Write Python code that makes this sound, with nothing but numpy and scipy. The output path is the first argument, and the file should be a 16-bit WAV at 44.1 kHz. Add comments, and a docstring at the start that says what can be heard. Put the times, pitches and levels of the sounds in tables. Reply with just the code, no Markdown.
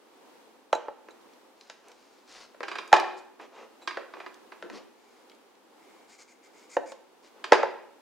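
"""A table in a small, softly ventilated room: close up, a serrated knife saws a crusty little cake.
The teeth swish through the crumb, bits of crust snap, the soft inside squashes.
Pushed by the knife, the ceramic plate rocks, stutters and slides on the table.
The blade breaks through and knocks on the plate; the hardest knocks make it chatter.
Contacts are damped modes plus a noise crack; friction is grainy, shaped noise."""
import sys
import numpy as np
from scipy import signal
from scipy.fft import rfft, irfft, next_fast_len
from scipy.io import wavfile
from scipy.ndimage import uniform_filter1d, map_coordinates

SR = 44100
rng = np.random.default_rng(int(sys.argv[2]) if len(sys.argv) > 2 else 0)


def to_wav(s):
    """Save 16-bit WAV."""
    ch = np.atleast_2d(s).T  # columns
    pcm = np.round(np.clip(ch, -1, 1) * 32767)  # PCM
    wavfile.write(sys.argv[1], SR, pcm.astype(np.int16))


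N = 353241

# room decay: f/Hz, t60/s
ROOM_DECAY = [(150, 0.69), (400, 0.61), (1000, 0.58), (2700, 0.59), (5000, .48), (8000, 0.41),
              (14000, 0.05)]
# stereo width: f/Hz, side level/dB
ROOM_SIDE = [(60, -0.5), (200, 14), (380, 6), (700, -14.5), (1300, -11.5), (4400, -5.5), (9000, -8.5)]
VENT_SIDE = [(100, 5.5), (300, -4.5), (1300, -4), (4000, -0.5), (15000, 0)]

# noise spectra: f/Hz, level/dB
VENT_SPECTRUM = [(18, -58), (30, -37.5), (161, -31.5), (178, -21.5), (232, -9.5), (264, -8), (362, -5.5),
                 (523, -7), (612, -13), (816, -9), (907, -10), (1030, -12.5), (1750, -20), (3280, -24),
                 (15800, -38.5)]
SCRAPE_SPECTRUM = [(80, -43.5), (200, -12.5), (290, -7), (355, 1), (460, 7.5), (660, 1.5), (800, 2.5),
                   (1000, 1), (1900, -9), (2500, -6.5), (3600, -15.5), (4900, -18), (6800, -21.5),
                   (10000, -44)]  # plate foot on table
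SQUASH_SPECTRUM = [(90, -47), (140, -26), (190, -3.5), (270, -6), (350, 5), (450, -2), (620, -12),
                   (1500, -15), (6000, -55.5)]  # soft inside of the cake
SWISH_SPECTRUM = [(200, -35), (1000, -1.5), (2300, -5), (3000, -12.5), (4300, -7.5), (4950, 3), (5600, -2),
                  (6500, 3), (7000, 6), (7500, -0.5), (8400, -3), (10000, -16), (15000, -29)]  # teeth in crumb
RASP_SPECTRUM = [(80, -14), (250, -9.5), (900, 3), (2200, -1.5), (3500, -2.5), (4500, 1), (5500, -1.5),
                 (6300, -5.5), (8200, -18), (9700, -15), (11500, -35), (15000, -39.5)]  # dragging blade
FLEX_SPECTRUM = [(300, -55.5), (1700, -19), (2120, 9), (2420, 5.5), (2800, -30.5), (6000, -44)]  # blade bending resonance
CRACK_SPECTRUM = [(60, -46.5), (170, -32), (280, -18.5), (370, -2), (900, 2), (2000, 7), (5000, -4),
                  (7000, -11.5), (9300, -21), (11000, -39), (16000, -53.5)]  # contact noise
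THUMP_SPECTRUM = [(20, -7), (55, -2.5), (110, -5), (180, 1), (260, -8), (500, -41)]  # low thump under each knock

# modes: f/Hz, level/dB, free t60/s
FOOT_MODES = [(375, 7.5, 1), (633.6, 0.5, .25), (876, -1.5, .15), (1010, 0.5, .18), (1127, 0, .18),
              (1260, -0.5, .16), (1610, 2.5, .18), (1785, -13, .12), (2430, 0, .12), (2463, -2.5, .12),
              (2861, -8, 0.14), (3570, -16, .1), (3738, -9.5, .14), (4000, -7, .14), (4830, -4, .12)]  # plate and table top, struck at the foot
PLATE_MODES = [(394, -12.5, .35), (494, 1, 0.23), (562, 1.5, .3), (654, -9.5, .2), (680, -8.5, .3),
               (746, -7.5, .2), (866.5, 8, 0.19), (887, -19.5, 0.32), (1053, -15, .3), (1350.5, -5, 0.13),
               (1420, -18.5, .3), (1544, -7, 0.17), (1714, -7, .3), (1873, -8.5, 0.15), (2070, -17.5, .3),
               (2470, -25, .3), (2700, -21, 0.29), (3080, -27, .3), (3755, -18.5, .29), (4280, -26.5, .25),
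               (4500, -21, .25), (5370, -20.5, .18), (6060, -23.5, .26), (6710, -23.5, 0.24)]  # plate, struck from above
BLADE_MODES = [(3960, 12.5, 0.057), (6070, -1, 0.049), (6670, 13, 0.018), (7500, -4, 0.099),
               (9150, -10, 0.074)]

# contact bands (thud, clunk, body, edge): low f/Hz, high f/Hz
CONTACT_BANDS = [(310, 700), (700, 1050), (1050, 2800), (2800, 12000)]
# band levels per contact: thud/dB, clunk/dB, body/dB, edge/dB
TAP_BANDS_DB = [-7.5, -1.5, 0.5, -12]
JOLT_BANDS_DB = [-6.5, -6.5, -2.5, -13]
REBOUND_BANDS_DB = [-5.5, -2, 0.5, -9]
KNOCK_BANDS_DB = [-7.5, -2.5, -9.5, -20]

# plate slides, cake squashes: start t/s, end t/s, level/dB
PLATE_SLIDES = [(1.835, 1.941, -58.5), (2.606, 2.906, -54), (3.387, 3.47, -51), (3.512, 3.674, -51.5),
                (3.811, 3.844, -56.5), (4.111, 4.31, -57), (4.702, 4.835, -53.5), (7.33, 7.445, -64),
                (7.453, 7.527, -56)]
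CAKE_SQUASHES = [(2.30, 2.583, -83), (4.624, 4.679, -48.5), (4.694, 4.784, -53.5)]
# foot taps, blade catching in the cake: t/s, level/dB, tilt/(dB/oct)
FOOT_TAPS = [(2.629, -33.5, 0.5), (2.680, -35.5, 3), (2.713, -36, 2.5), (2.753, -35, 2), (2.783, -33.5, 4),
             (3.395, -45.5, -3), (3.873, -29, 3.5), (3.907, -39, 1.5), (4.135, -42, -0.5), (4.166, -45, -5),
             (4.2, -40.5, -.5), (4.261, -40, -0.4), (4.518, -44, -0.7), (7.439, -32.5, 4)]
BLADE_JOLTS = [(1.083, -46.5, -3), (1.696, -43.5, 4.5), (2.543, -52.5, -3), (2.603, -36.5, -2.5),
               (3.969, -31, -3), (4.622, -40, -0.5), (4.697, -43.5, 0.8)]
# larger crust snaps: t/s, level/dB, centre f/Hz
CRUST_SNAPS = [(1.61, -39.5, 4630), (1.883, -44, 7500), (1.916, -44, 4600), (2.876, -42, 6460),
               (2.998, -25.5, 4500), (4.342, -45.5, 5000), (5.297, -41.5, 3800), (5.316, -46, 2975),
               (6.919, -37.5, 4480)]
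# blade rings: t/s, level/dB, rise/s
BLADE_RINGS = [(0.728, -32, 0.00048), (0.75, -33.5, .00035), (1.106, -52, .0012), (3.815, -51, .024)]
# saw strokes: start t/s, end t/s, level/dB, drag/(0-1)
SAW_STROKES = [(1.554, 1.774, -67.5, 0.88), (1.76, 2.346, -69.5, 0.87), (2.267, 2.47, -53.5, .95),
               (3.165, 3.205, -59, 0.7), (4.725, 4.794, -53.5, 1), (4.95, 5.274, -73.5, 0.66),
               (5.76, 6.092, -76.5, 0.25), (6.08, 6.173, -60.5, 0.43), (6.18, 6.241, -57, .25),
               (6.269, 6.344, -65.5, 0.22), (6.424, 6.483, -66, 0.32), (6.532, 6.673, -65.5, .35),
               (6.693, 6.767, -54, 0.04), (6.857, 6.933, -58.5, .05), (7.225, 7.29, -63, .85)]
# plate rebounds after a 0 dB knock: delay/s, level/dB
REBOUNDS = [(.012, -3.5), (.021, -17.5), (.035, -18)]
# blade lands or plate drops back: t/s, level/dB, tilt/(dB/oct), thud/dB (less near the rim)
PLATE_KNOCKS = [(0.726, -17.5, -0.5, 1), (.749, -32, -3, 4), (.880, -32.5, -6.5, 1.5),
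                (2.915, -38.5, -3, -4.5), (2.926, -7, -1, -8.5), (2.964, -28.5, 4, -2),
                (6.765, -19.5, -3.5, 5), (6.917, -42.5, 3.5, 4.5), (7.5185, -7.5, -0.5, 0.5),
                (7.628, -19.5, -4.5, 1)]


def amp(db):
    """Decibels to gain."""
    return 10 ** (np.asarray(db) / 20)


def unit_rms(x):
    """Scale to rms 1."""
    return x / np.sqrt(np.mean(x ** 2) + 1e-20)


def curve_at(points, hz):
    """Interpolate (f/Hz, value) points on a log axis."""
    f, values = np.transpose(points)
    return np.interp(np.log(hz + 1), np.log(f + 1), values)


def colour(x, spectrum):
    """Filter by a (f/Hz, level/dB) curve."""
    n = x.shape[-1]
    n_fft = next_fast_len(n + 4096)
    gain = amp(curve_at(spectrum, np.fft.rfftfreq(n_fft, 1 / SR)))
    return irfft(rfft(x, n_fft) * gain, n_fft)[..., :n]


def add(track, at_s, sound):
    """Mix in at at_s."""
    start = max(0, round(at_s * SR))
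    part = sound[..., :N - start]
    track[:, start:start + part.shape[-1]] += part


def pan(x, left_db):
    """Set the left level left_db above the right."""
    return x * amp([[left_db / 2], [-left_db / 2]])


def wide_noise(n, side_spectrum):
    """Stereo noise: white mid, shaped side."""
    mid, side = rng.standard_normal((2, n))
    side = colour(side, side_spectrum)
    return np.array([mid + side, mid - side])


def noise_burst(t, spectrum, t60_s, rise_s):
    """Shaped noise, fast rise, exponential decay."""
    noise = unit_rms(colour(rng.standard_normal(len(t)), spectrum))
    return noise * amp(-60 * t / t60_s) * (1 - np.exp(-t / rise_s))


def in_room(x, wet_db, early_db=-1, early_t60_s=0.11):
    """Direct sound, quick tableware echoes and the room's longer tail."""
    t = np.arange(SR // 2) / SR
    hz, frame_s, bins = signal.stft(wide_noise(len(t), ROOM_SIDE), SR, nperseg=256)
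    decay = amp(-60 * frame_s / curve_at(ROOM_DECAY, hz)[:, None])
    tail = signal.istft(bins * decay, SR, nperseg=256)[1][:, :len(t)]
    tail *= 1 - np.exp(-t / 0.0012)
    early = wide_noise(len(t), ROOM_SIDE) * amp(-60 * t / early_t60_s) * (1 - np.exp(-t / 0.0034))
    response = amp(wet_db) * (unit_rms(tail) + amp(early_db) * unit_rms(early)) / np.sqrt(len(t))
    response[:, 0] += 1
    return signal.fftconvolve(np.atleast_2d(x), response, axes=1)


def friction(length_s, spectrum, grain_db, swell_power=0.82):
    """One stroke: tiny uneven slips under a swell."""
    n = max(64, round(length_s * SR))
    slips = map_coordinates(rng.standard_normal(n // 20 + 4), [np.arange(n) / 20])
    grains = unit_rms(colour(rng.standard_normal(n) * amp(grain_db * slips), spectrum))
    swell = np.sin(np.pi * (np.arange(n) + .5) / n) ** swell_power
    return grains * unit_rms(swell)


def unit_attack(x):
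    """Scale to rms 1 over the first 12.5 ms."""
    return x / np.std(x[:, :SR // 80])


def tilted(bands_db, db_per_oct, above_hz):
    """Contact hardness: band levels tilt above a corner."""
    centres_hz = np.sqrt(np.prod(CONTACT_BANDS, axis=1))
    return np.asarray(bands_db) + db_per_oct * np.maximum(0, np.log2(centres_hz / above_hz))


def contact(modes, bands_db, damped_t60_s, free_db, crack_db, crack_t60_s):
    """Stereo blow: a crack plus modes, mostly damped at once; a little rings on."""
    spread_db, radiation_rad = .8, .22
    t = np.arange(SR // 4) / SR
    hz, db, t60_s = np.transpose(modes)[:, :, None]
    decay = amp(-60 * t / damped_t60_s) + amp(free_db - 60 * t / t60_s)
    # each mode is caught on a crest or trough and radiates in its own direction
    polarity = rng.choice([-1, 1], len(modes))
    strength = polarity * amp(db.T + spread_db * rng.standard_normal((2, len(modes))))
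    skew_rad = radiation_rad * rng.choice([-1, 1], len(modes)) * np.array([[1], [-1]])
    ring = np.imag((strength * np.exp(1j * skew_rad)) @ (decay * np.exp(2j * np.pi * hz * t)))
    crack = noise_burst(t, CRACK_SPECTRUM, crack_t60_s, rise_s=0.00033)
    hit = unit_attack(ring) + amp(crack_db) * crack
    # hardness and place of contact weight the bands
    filters = [signal.butter(3, band, "bandpass", fs=SR, output="sos") for band in CONTACT_BANDS]
    parts = [unit_attack(signal.sosfilt(sos, hit)) for sos in filters]
    return unit_attack(sum(amp(band_db) * part for band_db, part in zip(bands_db, parts)))


def plate_blow(bands_db):
    """Plate struck from above, damped by the cake."""
    return contact(PLATE_MODES, bands_db, damped_t60_s=.036, free_db=-28, crack_db=-1.5, crack_t60_s=.014)


def ventilation(level_db=-58, waver_db=1.47, waver_hz=3.2):
    """Soft rush of air, wavering slightly."""
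    air = unit_rms(colour(wide_noise(N, VENT_SIDE), VENT_SPECTRUM))
    knots = np.arange(N) / SR * waver_hz
    waver = map_coordinates(rng.standard_normal(int(knots[-1]) + 4), [knots])
    return amp(level_db + waver_db * waver) * air


def plate_slides():
    """The unglazed foot scrapes along the table."""
    out = np.zeros((2, N))
    for start_s, end_s, db in PLATE_SLIDES:
        scrape = friction(end_s - start_s, SCRAPE_SPECTRUM, grain_db=1)
        add(out, start_s, amp(db) * in_room(scrape, wet_db=-9))
    return out


def foot_taps(give_s=.0018):
    """Pushed by the knife, the plate stutters and rocks on its foot."""
    out = np.zeros((2, N))
    for at_s, db, tilt in FOOT_TAPS:
        bands_db = tilted(TAP_BANDS_DB, tilt, above_hz=350)
        hit = contact(FOOT_MODES, bands_db, damped_t60_s=.032, free_db=-33, crack_db=0, crack_t60_s=.059)
        add(out, at_s + give_s, amp(db) * in_room(pan(hit, left_db=-3), wet_db=-7))
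    return out


def cake_squashes():
    """The soft inside gives with a dull crunch."""
    out = np.zeros((2, N))
    for start_s, end_s, db in CAKE_SQUASHES:
        crunch = friction(end_s - start_s, SQUASH_SPECTRUM, grain_db=0)
        add(out, start_s, amp(db) * in_room(crunch, wet_db=-6))
    return out


def crust_snaps(crumb_count=12, crumb_db=-54, spread_db=1.5, crumb_hz=5000, t60_s=0.016):
    """Crust and random tiny crumbs break: each a noise burst around its own pitch."""
    out, t = np.zeros((2, N)), np.arange(SR // 20) / SR
    crumbs = [(rng.uniform(.9, 7.4), rng.normal(crumb_db, spread_db), crumb_hz * rng.lognormal(0, .2))
              for _ in range(crumb_count)]
    for at_s, db, hz in CRUST_SNAPS + crumbs:
        burst = rng.standard_normal(len(t)) * amp(-60 * t / t60_s)
        spectrum = [(hz / 25, -45), (hz / 5, -12), (hz, 0), (hz * 1.2, -4), (hz * 3, -30)]
        snap = colour(np.pad(burst, (SR // 1000, 0)), spectrum)
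        add(out, at_s, amp(db) * in_room(snap / np.abs(snap).max(), wet_db=-9.5))
    return out


def blade_rings(flutter_depth=.5):
    """Jolted or brushed steel rings briefly, with a slight flutter."""
    out, t = np.zeros((2, N)), np.arange(SR // 4) / SR
    for at_s, db, rise_s in BLADE_RINGS:
        flutter = 1 + flutter_depth * unit_rms(uniform_filter1d(rng.standard_normal(len(t)), size=40))
        ring = sum(amp(mode_db - 60 * t / t60_s) * np.sin(2 * np.pi * hz * t)
                   for hz, mode_db, t60_s in BLADE_MODES)
        ring *= (1 - np.exp(-t / rise_s)) ** 2
        add(out, at_s, amp(db) * in_room(flutter * ring / np.abs(ring).max(), wet_db=-18))
    return out


def blade_jolts(give_s=.0025):
    """The blade catches and lets go; the plate rings faintly through the cake."""
    out = np.zeros((2, N))
    for at_s, db, tilt in BLADE_JOLTS:
        hit = plate_blow(tilted(JOLT_BANDS_DB, tilt, above_hz=640))
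        add(out, at_s + give_s, amp(db) * in_room(pan(hit, left_db=-0.7), wet_db=-8))
    return out


def sawing(flex_db=-31.5):
    """Teeth swish through the crumb; drag adds a lower rasp; a free-moving blade flexes."""
    out = np.zeros((2, N))
    for start_s, end_s, db, drag in SAW_STROKES:
        swish, rasp, flex = (friction(end_s - start_s, spectrum, grain_db=4, swell_power=.55)
                             for spectrum in (SWISH_SPECTRUM, RASP_SPECTRUM, FLEX_SPECTRUM))
        hiss = amp(db) * (np.sqrt(1 - drag) * swish + np.sqrt(drag) * rasp)
        flex *= (1 - drag) * amp(db / 2 + flex_db)  # grows more slowly than the hiss
        add(out, start_s, in_room(pan(hiss + flex, left_db=1.5), wet_db=-9.5))
    return out


def plate_chatter(lift_db=-13):
    """Only hard knocks lift the plate; rebounds grow with the square of the blow."""
    out = np.zeros((2, N))
    for at_s, db, *_ in PLATE_KNOCKS:
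        if db > lift_db:
            for delay_s, rebound_db in REBOUNDS:
                hit = contact(FOOT_MODES, REBOUND_BANDS_DB, damped_t60_s=.03, free_db=-26.5,
                              crack_db=5.5, crack_t60_s=.022)
                add(out, at_s + delay_s, amp(2 * db + rebound_db) * in_room(hit, wet_db=-6.5))
    return out


def plate_knocks(give_s=.0025, cushion_hz=1040, push_db=-21.5, thump_db=-40):
    """The blade breaks through and hits the plate, cushioned by crumb; a low thump sounds under it."""
    out, t = np.zeros((2, N)), np.arange(SR // 4) / SR
    for at_s, db, tilt, thud_db in PLATE_KNOCKS:
        bands_db = tilted(KNOCK_BANDS_DB, tilt, cushion_hz)
        bands_db[0] += thud_db
        hit = plate_blow(bands_db)
        add(out, at_s + give_s, amp(db) * in_room(pan(hit, left_db=-0.7), wet_db=-12))
        # dull push through the crumb before the steel lands; grows with the square of the blow
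        push = signal.sosfilt(signal.butter(2, 1200, fs=SR, output="sos"), hit)
        add(out, at_s - .005, amp(2 * db + push_db) * push)
        thump = noise_burst(t, THUMP_SPECTRUM, t60_s=.15, rise_s=0.0017)
        add(out, at_s + give_s, amp(db + thump_db) * pan(thump, left_db=2.5))
    return out


def scene():
    """Knife, cake and plate in the room."""
    contacts = plate_knocks() + plate_chatter() + blade_jolts() + foot_taps()
    cutting = crust_snaps() + sawing() + cake_squashes()
    return contacts + cutting + plate_slides() + blade_rings() + ventilation()


def record(dry, hardness=8, top_hz=15850):
    """Soft overload on the hardest knocks, then a brick-wall low-pass."""
    clipped = dry / (1 + np.abs(dry) ** hardness) ** (1 / hardness)
    n_fft = next_fast_len(N + 4096)
    passband = np.fft.rfftfreq(n_fft, 1 / SR) < top_hz
    return irfft(rfft(clipped, n_fft) * passband, n_fft)[:, :N]


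dry = scene()
out = record(dry)
to_wav(out)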